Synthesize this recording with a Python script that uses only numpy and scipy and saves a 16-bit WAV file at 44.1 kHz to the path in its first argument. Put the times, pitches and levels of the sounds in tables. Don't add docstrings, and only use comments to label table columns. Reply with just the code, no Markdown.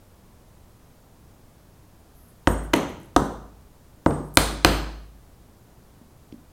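import sys
import numpy as np
from scipy import signal
from scipy.fft import rfft, irfft
from scipy.io import wavfile
from scipy.ndimage import uniform_filter1d

SR = 44100
rng = np.random.default_rng(int(sys.argv[2]) if len(sys.argv) > 2 else 0)


def materialize(psi):
    bounded = np.clip(np.atleast_2d(psi).T, -1, 1)
    quanta = np.round(bounded * 32767).astype(np.int16)
    wavfile.write(sys.argv[1], SR, quanta)


N = 287532


def undb(db):
    return 10 ** (np.asarray(db) / 20)


def evened(x):
    return x / np.sqrt(np.mean(x ** 2) + 1e-20)


def read(points, hz):
    f, value = np.transpose(points)
    return np.interp(np.log(hz + 1), np.log(f + 1), value)


def add(mix, start_s, sound):
    part = mix[round(start_s * SR):][:len(sound)]
    part += sound[:len(part)]


def band(x, hz, width_hz):
    edges = np.clip([hz - width_hz / 2, hz + width_hz / 2], 50, 0.49 * SR)
    return signal.sosfilt(signal.butter(2, edges, "band", fs=SR, output="sos"), x)


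def shaped(frames, gain, size):
    z = rng.standard_normal((frames, size // 2 + 1, 2)).T
    spectra = (z[0] + 1j * z[1]) * gain
    return signal.istft(spectra, nperseg=size, noverlap=3 * size // 4)[1]


def ring(hz, db, t60, t):
    return undb(db - 60 * t / t60) * np.sin(2 * np.pi * hz * t)


def struck(modes, place, apart_db, t, turns):
    total = 0
    for (hz, db, t60, own_place), turn in zip(modes, turns):
        near_db = db - apart_db * abs(own_place - place)
        total = total + ring(hz, near_db, t60, t + turn / hz)
    return total


# frequency in Hz, relative level per Hz in dB.
HUM_SPECTRUM = [(12, -44), (20, 0), (107, -1), (168, -7.5), (204, -7), (294, -11.5), (368, -12.5),
                (400, -14), (700, -17), (980, -19.5), (2540, -33), (14800, -39), (16100, -50.5)]


def hum():
    hz = np.fft.rfftfreq(2048, 1 / SR)[:, None]
    noise = shaped(N // 512 + 5, undb(read(HUM_SPECTRUM, hz)), size=2048)[:N]
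    return undb(-52) * evened(noise)


# frequency in Hz, time to die by 60 dB in seconds.
ROOM_DECAY = [(50, 1), (130, 0.52), (350, 0.45), (920, 0.46), (2430, 0.46), (6400, 0.47), (15000, 0.21)]
# frequency in Hz, relative level in dB.
ROOM_TONE = [(60, -18.5), (130, -2), (250, -1), (500, -6.5), (1200, -5), (2500, -9), (5000, -9), (9000, -4),
             (15000, -0.5)]


def room():
    gap_s, build_s = 0.0011, 0.006
    hz = np.fft.rfftfreq(512, 1 / SR)[:, None]
    t = np.arange(300) * 128 / SR
    level_db = read(ROOM_TONE, hz) - 60 * t / read(ROOM_DECAY, hz)
    tail = shaped(len(t), undb(level_db), size=512)
    after_gap_s = np.maximum(np.arange(len(tail)) / SR - gap_s, 0)
    tail *= 1 - np.exp(-after_gap_s / build_s)
    return tail / np.linalg.norm(tail)


# start in seconds, length in seconds, level in dB, centre in Hz.
CLOTH_SCUFFS = [(2.144, 0.25, -62.5, 11750), (2.281, 0.058, -61.5, 10600), (2.634, 0.031, -47, 11150),
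                (2.796, 0.053, -45, 11850), (2.886, .04, -50, 11820), (4.242, 0.076, -58, 10310)]


def scuff(length_s, db, hz):
    u = np.linspace(0, 1, round(length_s * SR))
    hiss = evened(band(rng.standard_normal(len(u)), hz, 0.25 * hz))
    return undb(db) * hiss * np.sin(np.pi * u ** 0.4)


# start in seconds, level in dB, pitch in Hz.
HANDLE_BUMPS = [(6.014, -35, 230), (6.3256, -26, 283), (6.342, -30, 250)]


def bump(db, hz):
    t60, rise_s = 0.03, 0.00099
    t = np.arange(SR // 10) / SR
    return ring(hz, db, t60, t) * (1 - np.exp(-t / rise_s))


# start in seconds, starting level in dB, centre in Hz.
SMALL_TICKS = [(2.7372, -16, 12500), (2.7625, -13.5, 10380), (4.2857, -44.5, 9470), (4.3561, -25, 9480),
               (6.3226, -46.5, 2450), (6.3247, -43, 4300)]


def tick(db, hz, spread=0.35, t60=0.0069):
    t = np.arange(1000) / SR
    noise = evened(band(rng.standard_normal(len(t)), hz, spread * hz))
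    return undb(db - 60 * t / t60) * noise


# start in seconds, length in seconds, middle level of the ticks in dB.
GRIT_TRICKLES = [(3.0, .09, -45.5), (4.337, 0.022, -36.5)]


def grit(length_s, db):
    count, centre_hz, uneven_db = 5, 9960, 5
    out = np.zeros(round(length_s * SR) + 1000)
    for at, size, pitch in rng.random((count, 3)):
        grain = tick(db + uneven_db * (2 * size - 1), centre_hz * (0.8 + 0.4 * pitch))
        add(out, at * length_s, grain)
    return out


# pitch in Hz, relative level in dB, time to die by 60 dB in seconds, which tool from 0 to 1.
STEEL_MODES = [(5940, -19, .06, .8), (6640, -8, .06, .2), (7090, -6, .1, 0.), (8236, 0, .14, .25),
               (8400, -10, .06, .6), (8780, 0, .12, .9), (8875, -7, .12, .4), (9055, -10, .08, .5),
               (9370, -10, .06, .6), (10850, -8, .1, .6), (10940, -13, .08, .7), (13010, -21, .1, 1.),
               (14140, -5, .36, .55)]
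# start in seconds, level in dB, which tool from 0 to 1.
TOOL_RATTLES = [(2.479, -24, 0.2), (2.5107, -34, 0.8), (2.737, -37.5, 0.01), (3.172, -28.5, .7),
                (4.07, -30.5, .25), (4.380, -25.5, .55), (4.660, -24.5, 0.4), (4.691, -27, .85)]


def rattle(db, tool):
    chatter_s, chatter_size, apart_db = 0.083, 0.69, 14
    contacts = np.zeros(SR // 5)
    at, size = rng.random(8), rng.standard_normal(8)
    contacts[(at * chatter_s * SR).astype(int)] = chatter_size * size * (1 - at)
    contacts[0] = 1
    contacts /= np.linalg.norm(contacts)
    t = np.arange(SR // 2) / SR
    rung = struck(STEEL_MODES, tool, apart_db, t, rng.random(len(STEEL_MODES)))
    add(rung, 0, tick(-3, hz=8000, spread=1.0))
    shaken = undb(db) * signal.fftconvolve(rung, contacts)
    heard = signal.fftconvolve(shaken, room())
    add(heard, 0, shaken)
    return heard


# pitch in Hz, relative level in dB, time to die by 60 dB in seconds, place from 0 to 1.
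WOOD_MODES = [(232, -3, 0.06, 0.02), (279, 4, 0.065, 0.1), (323, -1.5, 0.036, 0.1),
              (300, 10.5, 0.043, 0.88), (355, 2.5, 0.07, 0.8), (462, -11, 0.34, 0.9),
              (550, 2.5, 0.062, 0.95), (675, 4, 0.04, 1), (718, -0.5, 0.06, 0.3), (934, 2, 0.075, 1),
              (1220.6, 3.5, 0.021, 0.2), (1370, 0, 0.021, 0.5), (1557, 1.5, .015, 0.5),
              (2010, 6.5, 0.02, 1), (2452, 1, 0.018, 0.6), (3026, 6.5, 0.016, 1), (3600, 3, 0.015, 1),
              (4170, 0.5, 0.024, 0.6), (5070, 1, 0.0064, 0.4), (6216, -5, 0.0073, 0.5),
              (7230, -22, .012, 0.7), (8000, -13.5, .008, .6), (10000, -30, .006, .6)]
# pitch in Hz, relative level in dB, time to die by 60 dB in seconds, place from 0 to 1.
BOOM_MODES = [(52.82, -7.5, 0.7, .47), (63.5, -8, .14, 0.2), (77.4, -16, 0.11, 0.8), (85, -6, .27, .55),
              (116.64, -25.5, 0.23, 0), (149.4, -11.5, 0.59, .6)]
# start in seconds, knock in dB, contact corner in Hz, crack in dB,
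# push into the bench in dB, place along the bench from 0 to 1.
WOOD_BLOWS = [(2.4723, 8, 1450, -6.5, 0, 0.48), (2.7340, 6.5, 1730, -9.5, -24, 0.54),
              (2.7371, 6, 3600, -1.5, -18.5, 0.8), (2.761, -11.5, 1500, -19, -35, 0.4),
              (3.1630, 11.5, 1429, 1.5, 1, 0.3), (4.0613, 7.5, 1222, -18, -1, 0.62),
              (4.108, -7.5, 1300, -19, -16.5, 0.64), (4.3716, 15, 6346, 8.5, 3.5, 0.46),
              (4.6473, 18.5, 6225, 6, 7.5, 0.45)]


def wood_knock(corner_hz, place, t):
    turns = np.arange(len(WOOD_MODES)) % 2 / 2
    rung = struck(WOOD_MODES, place, 16, t, turns)
    soften = signal.butter(4, corner_hz, fs=SR, output="sos")
    thin = signal.butter(1, 0.06 * corner_hz, "high", fs=SR, output="sos")
    return signal.sosfilt(np.vstack([soften, thin]), rung) / len(WOOD_MODES) ** 0.5


def fibre_crack(db, corner_hz, t):
    t60 = 0.016
    noise = rng.standard_normal(len(t)) * undb(db - 60 * t / t60)
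    return signal.lfilter(*signal.butter(2, corner_hz + 2500, fs=SR), noise)


def wall_sound(direct):
    blur_hz, sharp_share = 600, 0.23
    power = abs(rfft(direct)) ** 2
    blurred = uniform_filter1d(power, int(blur_hz * len(direct) / SR))
    power = sharp_share * power + (1 - sharp_share) * blurred
    pulse = np.roll(irfft(abs(power) ** 0.5), 200)[:2000]
    return undb(1) * signal.fftconvolve(pulse, room())


def blow(knock_db, corner_hz, crack_db, boom_db, place):
    boom_rise_s, apart_db = 0.0029, 50
    t = np.arange(SR) / SR
    short_t = t[:8000]
    knock = undb(knock_db) * wood_knock(corner_hz, place, short_t)
    direct = knock + fibre_crack(crack_db, corner_hz, short_t)
    boom = struck(BOOM_MODES, place, apart_db, t, np.zeros(len(BOOM_MODES)))
    sound = undb(boom_db) * boom * (1 - np.exp(-t / boom_rise_s))
    add(sound, 0, direct)
    add(sound, 0, wall_sound(direct))
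    return sound


def played(table, source):
    mix = np.zeros(N)
    for start_s, *settings in table:
        add(mix, start_s, source(*settings))
    return mix


def scene():
    loud = played(WOOD_BLOWS, blow) + played(TOOL_RATTLES, rattle)
    loud = signal.sosfilt(signal.butter(3, 38, "high", fs=SR, output="sos"), loud)
    small = played(SMALL_TICKS, tick) + played(GRIT_TRICKLES, grit)
    small += played(CLOTH_SCUFFS, scuff) + played(HANDLE_BUMPS, bump)
    small_room = undb(-12.5) * signal.fftconvolve(small, room())[:N]
    return (hum() + loud + small + small_room)[None]


def roll_off(x):
    return signal.sosfilt(signal.butter(12, 16270, fs=SR, output="sos"), x)


def record(dry):
    knee_db, share, recover_db_per_s, attack_s = -28, 0.51, 60, 0.0069
    power = signal.lfilter([0.01], [1, -0.99], dry[0] ** 2)
    level_db = 10 * np.log10(power + 1e-12)
    fall = np.arange(N) * recover_db_per_s / SR
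    held_db = np.maximum.accumulate(level_db + fall) - fall
    over_db = np.maximum(held_db - knee_db, 0)
    lag = np.exp(-1 / (attack_s * SR))
    cut_db = share * signal.lfilter([1 - lag], [1, -lag], over_db)
    mix = dry / undb(cut_db)
    mix += undb(-65) * rng.standard_normal(N)
    return roll_off(np.clip(mix, -1, 1))


dry = scene()
out = record(dry)
materialize(out)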